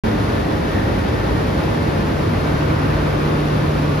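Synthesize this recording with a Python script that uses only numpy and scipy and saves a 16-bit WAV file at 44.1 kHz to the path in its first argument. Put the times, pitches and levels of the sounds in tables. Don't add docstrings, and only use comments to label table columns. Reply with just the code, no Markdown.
import sys
import numpy as np
from scipy import signal
from scipy.fft import rfft, irfft
from scipy.io import wavfile

SR = 44100
rng = np.random.default_rng(int(sys.argv[2]) if len(sys.argv) > 2 else 0)


def to_wav(sig):
    pcm = np.clip(np.atleast_2d(sig), -1, 1) * 32767
    pcm = np.round(pcm).astype(np.int16)
    wavfile.write(sys.argv[1], SR, pcm.T)


N = 176400


def undb(db):
    return 10 ** (np.asarray(db) / 20)


def bins_hz():
    return np.maximum(np.arange(N // 2 + 1) * SR / N, 1)


def log_interp(hz, values):
    return np.interp(np.log(bins_hz()), np.log(hz), values)


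def wander(rate_hz):
    drift = irfft(rfft(rng.standard_normal(N)) * np.exp(-.5 * (bins_hz() / rate_hz) ** 2), N)
    return drift / drift.std()


def hall_ripple(depth_db=1.1, spacing_hz=14, fade_hz=4000):
    spread_db = depth_db / np.hypot(1, bins_hz() / fade_hz)
    knots = rng.standard_normal(8192)
    return undb(spread_db * np.interp(bins_hz() / spacing_hz, np.arange(len(knots)), knots))


def turbulence(spectrum, reflected=False):
    # f/Hz, left minus right/dB, coherence/0-1, left lead/rad
    stereo_image = [(40, -0.2, 1, 0.0), (160, 0, 0.94, -0.13), (308, -1.5, 0.74, -0.05),
                    (398, -0.1, 0.09, 1), (625, 1.8, 0.12, 2.7), (930, 0.4, 0.13, -2.5),
                    (1160, 0.5, 0.25, -2), (1350, -3, 0.5, -2.5), (1630, -2, 0.46, -2.5),
                    (1714, 3, 0.58, 0.3), (2200, 0.9, 0.52, 0.36), (2920, 2.2, 0.36, 0.95),
                    (3600, 5.0, 0.34, 0.56), (5100, 5.6, 0.34, 0.4), (6500, 1.4, 0.36, -1.2),
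                    (8500, -1, 1, 2.5), (11900, 0.0, 1, -0.13), (15000, 0.1, 0.7, -3.5)]
    hz, balance_db, coherence, lead_rad = np.array(stereo_image).T
    shared = log_interp(hz, np.clip(coherence, 0, 1) * np.exp(-1j * lead_rad))
    left, independent = rfft(rng.standard_normal((2, N)))
    if reflected:
        left, independent = left * hall_ripple(), independent * hall_ripple()
    right = shared * left + np.sqrt(np.maximum(1 - abs(shared) ** 2, 0)) * independent
    balance = undb(log_interp(hz, balance_db))
    stereo = np.array([left * balance, right]) * np.sqrt(2 / (1 + balance ** 2))
    density = undb(log_interp(*np.array(spectrum).T))
    return irfft(stereo * density * np.sqrt(SR / 2), N)


def swell(x, hz, width_hz, at_s, length_s, rise_db):
    band = irfft(rfft(x) * np.exp(-.5 * ((bins_hz() - hz) / (width_hz / 2)) ** 2), N)
    envelope = np.exp(-.5 * ((np.arange(N) / SR - at_s) / (length_s / 2)) ** 2)
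    return band * (undb(rise_db * envelope) - 1)


def flame(gain_db=-.1, flicker_db=.6, swell_width_hz=70, swell_s=.06):
    # f/Hz, density/(dB re 1/Hz)
    spectrum = [(20, -81), (29, -71), (35, -54.5), (42, -50.5), (47, -45.5), (54, -41), (65, -46.5),
                (74, -43.5), (83, -40.9), (91, -44.8), (98, -42.2), (112, -41), (124, -45), (136, -52.5),
                (160, -44.5), (176, -47), (186, -45), (197, -47.5), (216, -44.5), (250, -49), (267, -45.5),
                (279, -47.5), (289, -44.5), (315, -45), (340, -49), (420, -53), (600, -68), (1500, -100)]
    # t/s, f/Hz, rise/dB
    swells = [(.49, 305, 3), (.93, 105, 4.5), (1.35, 90, 3), (2.38, 90, 3.5), (2.69, 290, 3),
              (2.89, 100, 5)]
    roar = turbulence(spectrum) * undb(gain_db + flicker_db * wander(rate_hz=9))
    return roar + sum(swell(roar, hz, swell_width_hz, at_s, swell_s, db) for at_s, hz, db in swells)


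def combustion_air(drift_db=.1, flicker_db=.41, swell_width_hz=150):
    # f/Hz, density/(dB re 1/Hz)
    spectrum = [(100, -75.0), (300, -56.5), (450, -49.6), (510, -52), (590, -52.2), (750, -55.3),
                (1000, -56.5), (1300, -59), (1600, -60), (1690, -64.5), (1850, -63.7), (2150, -66.8),
                (2600, -67.7), (3100, -71.3), (3550, -71.5), (4600, -75), (5200, -77), (6500, -83.5),
                (8200, -89.5), (10100, -86.3), (12000, -89.5), (13200, -94), (15600, -101)]
    # t/s, length/s, f/Hz, rise/dB
    swells = [(.79, .15, 1815, 5.2), (1.3, .22, 1870, 3), (2.6, .14, 1520, 4)]
    flow_db = drift_db * wander(rate_hz=2.5) + flicker_db * wander(rate_hz=21)
    rush = turbulence(spectrum, reflected=True) * undb(flow_db)
    narrow_swells = sum(swell(rush, hz, swell_width_hz, at_s, length_s, db)
                        for at_s, length_s, hz, db in swells)
    mid_swell = swell(rush, hz=1650, width_hz=1200, at_s=2.98, length_s=.55, rise_db=1.8)
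    return rush + narrow_swells + mid_swell


def machine_tone(hz, unsteady, width_hz):
    steady = np.sqrt(1 - unsteady ** 2)
    waver = (wander(width_hz / 2) + 1j * wander(width_hz / 2)) / np.sqrt(2)
    carrier = np.exp(2j * np.pi * (hz * np.arange(N) / SR + rng.random()))
    return np.sqrt(2) * ((steady + unsteady * waver) * carrier).real


def fans_and_motors():
    # f/Hz, left level/dB, right level/dB, unsteady share/0-1, width/Hz
    tones = [(54, -38.5, -38.5, .3, 3), (532.5, -34, -48, .35, 4), (576, -46, -46, .8, 7),
             (890, -52, -48, .7, 5), (1437.8, -51.5, -46, .6, 5), (1750, -47, -56, .95, 20),
             (2016.5, -52, -55.5, .7, 4)]
    return sum(undb([[left_db], [right_db]]) * machine_tone(hz, unsteady, width_hz)
               for hz, left_db, right_db, unsteady, width_hz in tones)


def fan_hum():
    # t/s, level/dB
    levels = [(0, -41), (1, -33), (1.55, -26.8), (2.05, -27.2), (2.55, -25.8), (2.7, -22.8), (3.3, -22.5),
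              (3.78, -21), (4, -24)]
    level_db = np.interp(np.arange(N) / SR, *np.array(levels).T)
    return undb(level_db) * machine_tone(hz=148.5, unsteady=.11, width_hz=5)


def lean_aside(roar, middle_s=2.3, length_s=.8):
    # f/Hz, after minus before/dB
    colour_change = [(60, 0), (170, -1.2), (220, -1.4), (290, .8), (380, -1), (520, .3), (740, -1.5),
                     (1150, 1.3), (1550, 0), (1900, -1.7), (2550, 1.6), (3500, -.5), (5000, .2)]
    tint = undb(log_interp(*np.array(colour_change).T) / 2)
    before = irfft(rfft(roar) / tint, N)
    after = irfft(rfft(roar) * tint, N)
    leaned = np.clip(.5 + (np.arange(N) / SR - middle_s) / length_s, 0, 1)
    return (1 - leaned) * before + leaned * after


def scene():
    return lean_aside(flame() + combustion_air()) + fans_and_motors() + fan_hum()


def record(dry, start_s=.0365, cutoff_hz=14500):
    running = np.arange(N) / SR >= start_s
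    lowpass = signal.ellip(10, .1, 80, cutoff_hz, fs=SR, output="sos")
    return signal.sosfilt(lowpass, dry * running)


dry = scene()
out = record(dry)
to_wav(out)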